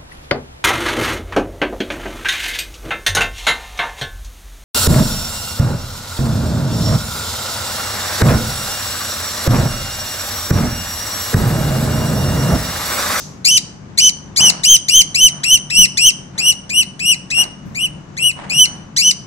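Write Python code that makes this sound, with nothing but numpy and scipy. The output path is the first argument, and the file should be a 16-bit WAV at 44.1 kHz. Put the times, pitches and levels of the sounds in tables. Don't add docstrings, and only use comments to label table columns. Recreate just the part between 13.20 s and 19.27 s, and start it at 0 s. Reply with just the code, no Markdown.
import sys
import numpy as np
from scipy import signal
from scipy.fft import rfft, irfft
from scipy.io import wavfile
from scipy.ndimage import uniform_filter1d

SR = 44100
rng = np.random.default_rng(int(sys.argv[2]) if len(sys.argv) > 2 else 0)


def bounce(signal):
    frames = np.transpose(np.atleast_2d(signal))
    limited = np.clip(frames, -1, 1)
    pcm = np.round(limited * 32767).astype(np.int16)
    wavfile.write(sys.argv[1], SR, pcm)


N = 267642
TIME, FREQS = np.arange(N) / SR, np.fft.rfftfreq(N, 1 / SR)


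def gain_of(db):
    return 10 ** (np.asarray(db) / 20)


def unit_rms(x):
    return x / np.sqrt(np.mean(x ** 2) + 1e-20)


def curve_at(points, hz):
    f, value = np.transpose(points)
    return np.interp(np.log(hz + 1), np.log(f + 1), value)


def wobble(count, size):
    return unit_rms(signal.oaconvolve(rng.standard_normal(count), np.hanning(2 * size), "same"))


def stereo_noise(spectrum, correlation):
    left, independent = rfft(rng.standard_normal((2, N)))
    right = correlation * left + np.sqrt(1 - correlation ** 2) * independent
    return unit_rms(irfft(np.array([left, right]) * gain_of(curve_at(spectrum, FREQS)), N))


# frequency in Hz, relative spectrum level in dB.
HUM_SPECTRUM = [(15, -66), (25, -18.5), (141, -9), (276, -14), (475, -23), (513, -22), (1110, -25),
                (2550, -35.5), (2970, -35.5), (3300, -40.5), (4990, -42), (6290, -37.5), (12000, -69.5),
                (15600, -106), (22000, -120)]
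# frequency in Hz, left-right correlation from 0 to 1.
HUM_CORRELATION = [(60, 1), (130, 0.97), (290, 0.69), (640, 0.05), (3000, 0.05)]
# centre in Hz, width in Hz, boost in dB.
DUCT_MODES = [(147, 12, 9.5), (191, 19, 9.5)]
def ventilation_hum():
    duct_db = sum(db / (1 + (2 * (FREQS - hz) / width) ** 2) for hz, width, db in DUCT_MODES)
    airflow = stereo_noise(HUM_SPECTRUM, curve_at(HUM_CORRELATION, FREQS))
    rumble = unit_rms(irfft(rfft(airflow) * gain_of(duct_db), N))
    balance_db = np.array([[1.5], [-1.5]])
    return gain_of(-37 + 0.65 * wobble(N, size=4000) + balance_db) * rumble


# frequency in Hz, relative spectrum level in dB.
TAIL_SPECTRUM = [(1180, -51), (2000, -20), (6290, 2), (10100, -23), (10600, -16), (12000, -21),
                 (13300, -73.5), (15000, -33)]
def opening_tail():
    return gain_of(-31.5 - 130 * TIME) * stereo_noise(TAIL_SPECTRUM, correlation=0.14)


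def arch(t, times, first, peak, last):
    before, after = np.interp(t, times[:2], [1, 0]), np.interp(t, times[1:], [0, 1])
    return peak + (first - peak) * before ** 1.5 + (last - peak) * after ** 1.8


def vocal_gesture(start, low_s, hold_s, surge_s, fade_s, sag_s, start_hz, low_hz, flip_hz, top_hz, fall_hz,
                  low_db, flip_db, top_db, fall_db, end_db, second_db, rasp_db, upper_db):
    flip_s, fall_s, snap_s, onset_s, catch_s = .002, .0085, .005, .011, .0014
    flip, surge, loudest, fall = start + np.cumsum([low_s, hold_s, surge_s, fade_s])
    t = np.arange(start - .004, fall + fall_s + .002, 1 / SR)

    def ramp(begin, end):
        return np.interp(t, [begin, end], [0, 1])

    low = 1 - ramp(flip, flip + flip_s)
    caught = ramp(fall, fall + catch_s)
    high = 1 - low - caught

    snap = 1 - np.exp(-np.maximum(t - start, 0) / snap_s)
    climb = .6 * snap + .4 * ramp(start, flip)
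    high_hz = arch(t, [flip, fall - sag_s, fall], flip_hz, top_hz, fall_hz)
    high_hz += (1988 - fall_hz) * ramp(fall, fall + fall_s)
    hz = low * (start_hz + (low_hz - start_hz) * climb) + (1 - low) * high_hz

    swell = np.sin(np.pi / 2 * ramp(surge, loudest)) ** 2
    high_db = flip_db + (top_db - flip_db) * swell + (fall_db - top_db) * ramp(loudest, fall) ** 2
    onset_db = -8 * (1 - ramp(start, start + onset_s))
    effort_db = low * (low_db + onset_db) + high * high_db + caught * end_db
    brightness_db = 0.35 * (high_db - top_db)
    lifts_db = [(1 - high) * rasp_db + high * (db + brightness_db) for db in (second_db, upper_db)]
    return t, effort_db, hz, lifts_db


def pitch_slips(count, mean_hold_s=.006):
    jumps = np.cumsum(rng.random(count) < 1 / (mean_hold_s * SR))
    return uniform_filter1d(rng.standard_normal(count)[jumps], size=30)


# frequency in Hz, gain in dB.
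BEAK_RESPONSE = [(2500, 0), (4500, 1), (6000, 1.5), (7500, -6), (8800, -7), (10200, -19), (11500, -13.5),
                 (12600, -30.5), (13600, -44), (15000, -32.5), (16500, -40)]
def syrinx(t, effort_db, hz, lifts_db, hoarseness):
    count = len(t)
    second_db, upper_db = lifts_db
    tension_deficit = np.maximum(1 - np.maximum.accumulate(hz) / hz.max(), .9 - hz / hz.max())
    slack = .9 * hoarseness * np.minimum(hoarseness + 8 * tension_deficit, 1.4)
    jitter = (.003 + .021 * slack) * wobble(count, size=40)
    waver = (.004 + .012 * slack) * wobble(count, size=200)
    slips = .024 * (.35 + slack) * pitch_slips(count)
    hz = hz * (1 + jitter + waver) * (1 + slips)
    phasor = np.exp(2j * np.pi * np.cumsum(hz) / SR)

    gains = [np.ones(count)]
    for k in range(2, 7):
        gains.append(gain_of((second_db if k == 2 else upper_db) + curve_at(BEAK_RESPONSE, k * hz)))
    tone = np.zeros(count)
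    for k, gain in enumerate(gains, 1):
        fray = np.clip((k - .6) * (.08 + .45 * slack), 0, .9)
        flutter = (wobble(count, size=45) + 1j * wobble(count, size=45)) / np.sqrt(2)
        tone += gain * ((np.sqrt(1 - fray ** 2) + fray * flutter) * phasor ** k).real
    tone /= np.sqrt(sum(gain ** 2 for gain in gains) / 2)

    air_db = curve_at([(3800, -10)] + BEAK_RESPONSE[2:], np.fft.rfftfreq(count, 1 / SR))
    air = irfft(rfft(rng.standard_normal(count)) * gain_of(air_db), count)
    voice = tone + gain_of(-42.5 + 10 * slack) * unit_rms(air)
    gate = np.clip((t - t[0]) / 0.004, 0, 1) ** 2 * np.clip((t[-1] - t) / 0.003, 0, 1)
    return gain_of(effort_db) * voice * gate


# start in seconds; lengths in seconds of the low register, hold, surge, fade and
# pitch sag before the fall; pitch in Hz at the start, before the flip, after it, at the crest and at the
# fall; effort in dB before the flip, after it, at its loudest, at the fall and while falling; lift in dB
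SQUAWKS = [(0.248, 0.03, 0.013, 0.062, 0.02, 0.036, 2037, 2448, 2684, 3040, 2888, -8.5, -11, -10, -8, -7, 1, 8, 3, 0.74),
           (0.777, 0.025, 0.0018, 0.062, 0.023, 0.054, 1890, 2416, 2850.0, 3061, 2897, -8.5, -12.5, -6.5, -8.5, -13, 3, 6.5, 0.5, 0.7),
           (1.163, 0.039, 0.0021, 0.066, 0.025, 0.074, 1735, 2497, 2826, 3022, 2840, -11.5, -10.5, -6.5, -10, -8, 1, 9.5, 1, 0.6),
           (1.436, 0.017, 0.0022, 0.075, 0.03, 0.048, 1835, 2520, 2770, 3134, 2937, -9.5, -11.5, -2.5, -6.5, -13, 3.5, 8, 6, 0.45),
           (1.685, 0.014, 0.0066, 0.056, 0.051, 0.031, 1795, 2490, 2667, 3124, 2895, -8, -16.5, -4.5, -5, -10, 0.5, 6, 3.5, 0.45),
           (1.947, 0.016, 0.002, 0.089, 0.027, 0.037, 1950, 2487, 2600, 3090, 2822, -10, -17.5, -3, -15.5, -15.5, -0.5, 4, 3, 0.4),
           (2.236, 0.0095, 0.02, 0.078, 0.026, 0.036, 1640, 2484, 2527, 3024, 2703, -11.5, -17, -4, -23, -22.5, -1, 1.5, 3, 0.43),
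           (2.502, 0.0058, 0.0088, 0.088, 0.046, 0.041, 1750, 2180, 2475, 3007, 2627, -14, -19.5, -4, -8.5, -15, -0.5, 1, 2, 0.4),
           (2.773, 0.0082, 0.029, 0.067, 0.023, 0.03, 1740, 2320, 2428, 3055, 2640, -9, -13.5, -4, -15, -18.5, -0.5, 5, 3, 0.4),
           (3.18, 0.023, 0.014, 0.08, 0.023, 0.044, 1795, 2360, 2455, 2964, 2768, -16.5, -20, -7, -19.5, -23.5, -3, 4, 1, 0.45),
           (3.495, 0.0091, 0.02, 0.068, 0.034, 0.042, 1540, 2380, 2360, 2972, 2595, -20, -22, -8.5, -20, -21.5, -7.5, 2, 1, 0.39),
           (3.794, 0.01, 0.002, 0.1, 0.033, 0.032, 1717, 2390, 2420, 2940, 2455, -22.5, -22.5, -9, -17, -22.5, -6.5, -1, 0.5, 0.4),
           (4.104, 0.011, 0.033, 0.061, 0.026, 0.017, 1610.0, 2240, 2510, 2895, 2600, -16.5, -19, -8.5, -23, -25, -6.5, 4, -1, 0.47),
           (4.548, 0.022, 0.002, 0.079, 0.018, 0.019, 1906, 2390, 2376, 2984, 2520, -25.5, -22, -14.5, -26.5, -36, -15, -5, -3, 0.32),
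           (4.969, 0.018, 0.0019, 0.072, 0.048, 0.053, 1710, 2330, 2410.0, 2938, 2530, -24, -22.5, -10.5, -20.5, -28, -14, -3.5, 0, 0.36),
           (5.298, 0.0056, 0.036, 0.079, 0.033, 0.038, 2170, 2350, 2408, 3010.0, 2726, -17.5, -18.5, -4.5, -16.5, -15, -2.5, 3.5, 1.5, 0.45),
           (5.765, 0.05, 0.013, 0.055, 0.025, 0.041, 1516, 2417, 2680, 2970.0, 2877, -12.5, -14, -8, -15.5, -11.5, 1.5, 7.5, -1, 0.55)]
def parrot():
    bird = np.zeros(N)
    for *shape, hoarseness in SQUAWKS:
        t, effort_db, hz, lifts_db = vocal_gesture(*shape)
        at = round(t[0] * SR)
        bird[at:at + len(t)] += syrinx(t, effort_db, hz, lifts_db, hoarseness)
    return bird


# frequency in Hz, lag of the right in samples, left over right level in dB.
PORT_DIFFERENCES = [(2356, 9.85, 4), (3240, 14.1, 1), (4970, 12.77, 5.5), (6070, 14.88, -3),
                    (6480, 12, 3.5), (8430, 10.99, 4.5), (11200, 13.19, -2.5), (14500, 10, -2.5)]
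def direct_sound(bird):
    hz = np.fft.rfftfreq(4096, 1 / SR)
    port_hz, lag, db = np.transpose(PORT_DIFFERENCES)
    shading = gain_of(np.interp(hz, port_hz, db) / 2)
    delay = np.exp(-2j * np.pi * hz * np.interp(hz, port_hz, lag) / SR)
    responses = irfft(np.array([shading, delay / shading]))
    taps = np.roll(responses, 100, axis=1)[:, :201] * np.hanning(201)
    return signal.oaconvolve(np.array([bird, bird]), taps, "same", axes=1)


# frequency in Hz, time to fall 60 dB in seconds.
REVERB_TIMES = [(1500, 0.19), (3000, 0.44), (5000, .48), (9000, 0.36), (11500, 0.12)]
def reverberation(bird):
    echoes = np.zeros((2, SR))
    arrivals = np.arange(200, SR - 20, 20) + rng.integers(0, 20, (2, (SR - 201) // 20))
    np.put_along_axis(echoes, arrivals, rng.choice([-1., 1.], arrivals.shape), 1)
    hz, t, bands = signal.stft(echoes, SR, nperseg=256)
    early_boost = 1 + 10.6 * np.exp(-t / 0.0067)
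    decay = gain_of(-60 * t / curve_at(REVERB_TIMES, hz)[:, None])
    response = signal.istft(bands * early_boost * decay, SR, nperseg=256)[1]
    return signal.fftconvolve(bird[None], response / np.linalg.norm(response[0]), axes=1)[:, :N]


# frequency in Hz, relative spectrum level in dB.
SOLE_SPECTRUM = [(60, -15.5), (100, -24), (200, -0.5), (400, -11), (800, -3), (2000, -12), (5000, -28.5),
                 (9000, -31.5), (10500, -81.5)]
# start in seconds, level in dB, length in seconds.
SHOE_SCUFFS = [(1.169, -27, 0.23), (1.774, -41, 0.046), (2.08, -40.5, 0.32), (2.578, -38.5, 0.025),
               (2.855, -42, 0.027), (3.127, -39, 0.23), (4.158, -32.5, 0.16), (4.884, -61.5, 0.049),
               (5.147, -33.5, 0.23), (5.397, -42, 0.3)]
def shoe_scuffs():
    envelope = np.zeros(N)
    for start, db, length in SHOE_SCUFFS:
        progress = np.clip((TIME - start) / length, 0, 9)
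        envelope += gain_of(db) * np.minimum(progress * 6, 1) * np.exp(-1.5 * progress ** 2)
    grain = gain_of(2.5 * wobble(N, size=200))
    return envelope * grain * stereo_noise(SOLE_SPECTRUM, correlation=.1)


# start in seconds, level in dB.
HEEL_STRIKES = [(1.191, -26.5), (2.578, -27.5), (4.452, -30), (5.359, -30)]
def heel_thuds(rise_s=0.0078, decay_s=0.093):
    envelope = np.zeros(N)
    for start, db in HEEL_STRIKES:
        age = np.maximum(TIME - start, 0)
        envelope += gain_of(db) * np.minimum(age / rise_s, 1) * np.exp(-age / decay_s)
    return envelope * stereo_noise([(40, -16), (180, 17.5), (500, -40.5)], correlation=0.84)


def scene():
    bird = parrot()
    calls = opening_tail() + direct_sound(bird) + gain_of(-11.5) * reverberation(bird)
    return calls + shoe_scuffs() + heel_thuds() + ventilation_hum()


# frequency in Hz, gain in dB.
TREBLE_COLOUR = [(9400, 1), (10100, -6.5), (10900, 5), (12700, 5.5), (13500, -19), (14400, 1.5)]
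def record(dry):
    clipped = np.clip(dry, -.95, .95)
    coloured = irfft(rfft(clipped) * gain_of(curve_at(TREBLE_COLOUR, FREQS)), N)
    lowpass = signal.firwin(511, cutoff=15900, window=("kaiser", 9), fs=SR)
    return signal.oaconvolve(coloured, lowpass[None], "same")


dry = scene()
out = record(dry)
bounce(out)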